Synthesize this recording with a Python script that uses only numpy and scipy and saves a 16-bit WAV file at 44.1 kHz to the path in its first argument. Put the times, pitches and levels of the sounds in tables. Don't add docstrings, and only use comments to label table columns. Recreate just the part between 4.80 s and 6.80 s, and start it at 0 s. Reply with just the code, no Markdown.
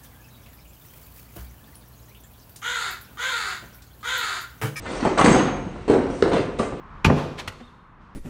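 import sys
import numpy as np
from scipy import signal
from scipy.io import wavfile
from scipy.ndimage import uniform_filter1d

SR = 44100
rng = np.random.default_rng(int(sys.argv[2]) if len(sys.argv) > 2 else 0)


def log_audio(samples):
    frames = np.atleast_2d(samples).T
    limited = np.clip(frames, -1, 1)
    pcm = np.round(limited * 32767).astype(np.int16)
    wavfile.write(sys.argv[1], SR, pcm)


N = 88200
T = np.arange(N) / SR
BAND_HZ = 28 * 2 ** (np.arange(18) / 2)
# (time [s], hollow pitch [Hz], hollow level [dB], hollow t60 [s],
# thud [dB], knock [dB], clap [dB], crack [dB])
BLOWS = [(0.055, 918, -29.5, 0.052, -44, -69, -28, -38.5), (0.227, 256, -8, 0.036, -36, -41.5, -23, -35),
         (0.251, 854, -13, 0.086, -24.5, -16.5, -19, -33.5),
         (0.271, 240, -9.5, 0.043, -37, -30, -21.5, -49), (0.315, 308, -16.5, 0.11, -37, -26.5, -43, -45),
         (0.375, 1100, -12.5, 0.023, -36, -20, -14.5, -22.5),
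         (0.389, 1128, -12, 0.14, -19.5, -15.5, -9.5, -21), (0.412, 763, -19, 0.075, -24, -18.5, -13, -20),
         (0.443, 299, -7.5, .06, -13, -15.5, -16.5, -14), (0.459, 442, -11, 0.1, -17, -16.5, -9.5, -36),
         (0.476, 215, -7, 0.14, -14.5, -16.5, -24, -20.5),
         (0.489, 171.6, -13, 0.15, -11, -10.5, -18, -18.5), (0.52, 323, -6, 0.039, -25, -28.5, -16.5, -22),
         (0.543, 268, -4.5, 0.076, -24.5, -27, -19.5, -26.5),
         (0.558, 743, -12.5, 0.074, -26, -18, -24, -25), (0.597, 283, -6.5, 0.063, -23.5, -26, -16.5, -37),
         (0.680, 743.5, -25.5, 0.38, -26, -37, -22, -43), (0.764, 237, -26, 0.05, -45, -32.5, -35, -43),
         (0.865, 176, -21, 0.096, -35, -37, -44, -62), (0.958, 231, -28, 0.056, -40.5, -38, -37, -54),
         (1.079, 391, -17.5, 0.063, -31, -16.5, -30, -30.5),
         (1.096, 410, -11, 0.15, -24, -11.5, -25.5, -29), (1.113, 350, -6, 0.055, -38, -37, -29, -31),
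         (1.126, 340, -29, 0.085, -39, -27, -22, -60), (1.136, 703, -17, 0.057, -21.5, -20, -27, -32),
         (1.148, 384, -10, 0.062, -32, -14, -25, -42), (1.184, 248, -10.5, 0.073, -32, -34, -23, -64),
         (1.300, 415, -22.5, .05, -26, -25.5, -45, -41), (1.4245, 400.6, 3, 0.033, -20, -22, -23, -30.5),
         (1.456, 343, -12.5, 0.1, -39, -19, -27, -49), (1.477, 263, -18, 0.06, -48, -18.5, -34, -33),
         (1.516, 507, -9, 0.029, -24.5, -28, -23, -45), (1.532, 324, -14.5, 0.037, -22.5, -17, -21, -26),
         (1.566, 613, -15, 0.066, -33, -18, -30.5, -34.5), (1.592, 392, -18, 0.12, -20.5, -36, -52, -50),
         (1.787, 300, -27, 0.021, -34, -28, -45, -30), (1.795, 1147, -15, 0.053, -28, -25, -30, -30),
         (1.798, 211.5, -14, 0.087, -60, -19, -30, -34.5), (1.826, 680, -28.5, .1, -41, -38, -28.5, -46),
         (1.92, 360, -35, 0.076, -31, -28, -39, -63)]


def from_db(db):
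    return 10 ** (np.asarray(db) / 20)


def rms_one(x):
    return x / np.sqrt(np.mean(x ** 2) + 1e-20)


def at_hz(points, hz):
    f, value = np.transpose(points)
    return np.interp(np.log(hz), np.log(f), value)


def dying(t, t60):
    return np.exp(-np.log(1000) * t / t60)


def drift(rate):
    return np.interp(T * rate, np.arange(4000), rng.standard_normal(4000))


def bandpass(x, order, low_hz, high_hz):
    return signal.sosfilt(signal.butter(order, [low_hz, high_hz], "band", fs=SR, output="sos"), x)


def noise_bands():
    return [rms_one(bandpass(rng.standard_normal(N + SR // 4), 3, hz / 2 ** .25, hz * 2 ** .25)[-N:])
            for hz in BAND_HZ]


def even(x, hz):
    power = uniform_filter1d(x * x, int(3 * SR / hz))
    return rms_one(x / np.sqrt(np.abs(power) + .05))


def strikes(times, gains):
    out = np.zeros(N)
    np.add.at(out, (np.asarray(times) * SR).astype(int), gains)
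    return out


def lag(x, seconds):
    return signal.lfilter([1], [1, -np.exp(-1 / (seconds * SR))], x + 1e-18)


def ring(x, hz, t60):
    r, w = dying(1 / SR, t60), 2 * np.pi * hz / SR
    return signal.lfilter([0, np.sin(w)], [1, -2 * r * np.cos(w), r * r], x + 1e-18)


def room(x):
    # (frequency [Hz], t60 [s])
    decay_times = [(80, 1.54), (300, 0.78), (1200, 0.77), (4000, 0.45), (8000, 0.37)]
    # (frequency [Hz], level [dB])
    levels = [(80, -8), (400, -3), (1200, -3.5), (4000, -3), (8000, -2)]
    gap_s, build_s = 0.0045, 0.0027
    response, t = 0, np.maximum(T - gap_s, 0)
    for hz, noise in zip(BAND_HZ, noise_bands()):
        tail = even(noise, hz) * dying(t, at_hz(decay_times, hz)) * (1 - np.exp(-t / build_s))
        spectrum_share = hz * (2 ** .25 - 2 ** -.25) / (SR / 2)
        response += rms_one(tail) * np.sqrt(spectrum_share / N) * from_db(at_hz(levels, hz))
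    return signal.fftconvolve(x, response)[:N]


def machine():
    # (frequency [Hz], level [dB])
    tones = [(43, -48), (50, -50.5), (112, -52)]
    # (frequency [Hz], half-octave level [dB])
    rumble = [(28, -57), (45, -56.5), (80, -46), (160, -57.5), (350, -43), (700, -57), (1400, -54.5),
              (2800, -56.5), (5500, -67), (8500, -68)]
    hum = 0
    for hz, db in tones:
        waver = 1 + 0.9 * drift(11)
        hum += from_db(db) * waver * np.sqrt(2) * np.sin(2 * np.pi * (hz * T + rng.random()))
    return hum + sum(noise * from_db(at_hz(rumble, hz)) for hz, noise in zip(BAND_HZ, noise_bands()))


def cabinet(x):
    # (frequency [Hz], gain at resonance [dB], t60 [s])
    modes = [(228, -19.5, 1), (275.4, 2, 2), (372, -12.5, 0.31), (728, -6.5, 2.1), (1134, -11.5, 0.14),
             (1795, -14.5, 0.62)]
    return sum(from_db(db) * 2 * (1 - dying(1 / SR, t60)) * ring(x, hz, t60) for hz, db, t60 in modes)


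def metal():
    # (time [s], level [dB])
    jolts = [(0.02, -55.5), (0.111, -49), (0.248, -44.5), (0.389, -34.5), (0.446, -29), (0.46, -28),
             (0.515, -30), (0.581, -40)]
    # (centre [Hz], width [Hz], gain [dB], t60 [s])
    clusters = [(4740, 160, -6, 0.13), (6440, 61, -6.5, 0.59), (7950, 400, -0.5, 0.079)]
    times, jolt_db = np.transpose(jolts)
    out = 0
    for hz, width, db, t60 in clusters:
        cluster = rms_one(bandpass(rng.standard_normal(N), 1, hz - width / 2, hz + width / 2))
        energy = lag(strikes(times, from_db(jolt_db + db) ** 2), t60 / (2 * np.log(1000)))
        out += cluster * np.sqrt(energy)
    return out


def crackle(x):
    ticks_per_s, pitches, ring_cycles = 500, 24, 230
    spread_db, level_db = 4, -4
    follow_s = .004
    out, rate = 0, ticks_per_s / pitches
    for hz in np.geomspace(1800, 8800, pitches):
        band = bandpass(x, 2, hz * .9, hz * 1.1)
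        drive = np.sqrt(lag(band ** 2, follow_s) / (follow_s * SR) / 3)
        sizes = from_db(spread_db * rng.standard_normal(N))
        ticks = sizes * (rng.random(N) < rate / SR)
        t60 = ring_cycles / hz
        unit_tick_power = rate * t60 / (4 * np.log(1000))
        out += ring(ticks * drive, hz, t60) / np.sqrt(unit_tick_power)
    return from_db(level_db) * out


def slides():
    # (start [s], rise [s], hold [s], release [s], level [dB], rasp [dB], hiss [dB])
    strokes = [(0.016, 0.089, 0.13, 0.22, -32.5, 5.5, 3.5), (0.434, 0.038, .12, .17, -26.5, 8, -5.5),
               (1.118, 0.022, 0.082, 0.15, -33, -5.5, -5.5), (1.284, 0.055, 0.06, 0.062, -42, -1, 10),
               (1.502, .025, 0.051, 0.06, -26.5, 6, -2), (1.777, 0.017, 0.024, 0.097, -34.5, -9, 8.5)]
    # (frequency [Hz], relative half-octave level [dB])
    spectrum = [(30, -29), (60, -22), (160, -2.5), (350, 7.5), (750, 3), (1300, 0.5), (2500, -9),
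                (4200, -12), (5600, -13.5), (8000, -16.5)]
    tilt_hz = [1300, 3200, 6500]
    grain_db = 2
    out, bands = 0, np.array(noise_bands())
    for start, rise, hold, release, db, rasp_db, hiss_db in strokes:
        tilt_db = np.interp(np.log(BAND_HZ), np.log(tilt_hz), [0, rasp_db, hiss_db])
        colour = from_db(at_hz(spectrum, BAND_HZ) + tilt_db)
        envelope = np.interp(T, start + np.cumsum([0, rise, hold, release]), [0, 1, 1, 0])
        out += from_db(db) * rms_one(colour @ bands) * envelope
    return out * from_db(-grain_db * drift(250))


def snaps():
    # (time [s], centre [Hz], level [dB])
    contacts = [(0.385, 2950, -19), (0.46, 1500, -11.5), (0.482, 2700, -31), (1.424, 3510, -21.5),
                (1.425, 1160, -13.5), (1.532, 3460, -28.5), (1.792, 2920, -29)]
    t60, width_octaves = 0.019, 0.6
    out, edge_ratio = 0, 2 ** (width_octaves / 2)
    for time, hz, db in contacts:
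        noise = rms_one(bandpass(rng.standard_normal(N), 2, hz / edge_ratio, hz * edge_ratio))
        envelope = lag(strikes([time], from_db([db])), t60 / np.log(1000))
        out += even(noise, hz) * envelope
    return out


def hollows():
    sag, sag_s, attack_s = 0.047, 0.019, .001
    out, t = np.zeros(N + SR), T[:SR // 3]
    bend = 1 + sag * (2 * np.exp(-t / sag_s) - 1)
    for time, hz, db, t60, *_ in BLOWS:
        start = int(time * SR)
        phase = 2 * np.pi * hz * np.cumsum(bend) / SR
        envelope = dying(t, t60) * (1 - np.exp(-t / attack_s))
        out[start:start + len(t)] += from_db(db) * np.sin(phase) * envelope
    return out[:N]


def panels():
    blow_hz = [150, 420, 1200, 4000]
    # (frequency [Hz], half-octave gain [dB])
    spectrum = [(40, -25), (80, -16.5), (130, -7.5), (200, -5), (400, -3), (1100, -6.5), (1700, -10.5),
                (2500, -12.5), (4200, -16), (5500, -23.5), (8000, -15.5)]
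    # (frequency [Hz], t60 [s])
    decay_times = [(100, 0.25), (500, 0.13), (2000, 0.14), (8000, 0.071)]
    attack_s, grain_db = 0.0011, 2.5
    out, blows = 0, np.array(BLOWS)
    for hz, noise in zip(BAND_HZ, noise_bands()):
        blow_db = np.array([np.interp(np.log(hz), np.log(blow_hz), blow[4:]) for blow in blows])
        impulses = strikes(blows[:, 0], from_db(blow_db + at_hz(spectrum, hz)) ** 2)
        energy = lag(impulses, at_hz(decay_times, hz) / (2 * np.log(1000)))
        envelope = np.sqrt(lag(energy, attack_s) / (attack_s * SR))
        out += even(noise, hz) * envelope
    return out * from_db(grain_db * drift(500))


def scene():
    boards = panels() + slides()
    hollow = hollows()
    clatter = boards + crackle(boards) + snaps() + metal()
    reverberation = room(clatter + from_db(-2) * hollow)
    direct = clatter + hollow
    return (direct + cabinet(direct) + reverberation + machine())[None]


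def record(dry):
    ceiling, cutoff_hz = 1.1, 9300
    rounded = ceiling * np.tanh(dry / ceiling)
    return signal.sosfilt(signal.ellip(10, .3, 80, cutoff_hz, fs=SR, output="sos"), rounded)


dry = scene()
out = record(dry)
log_audio(out)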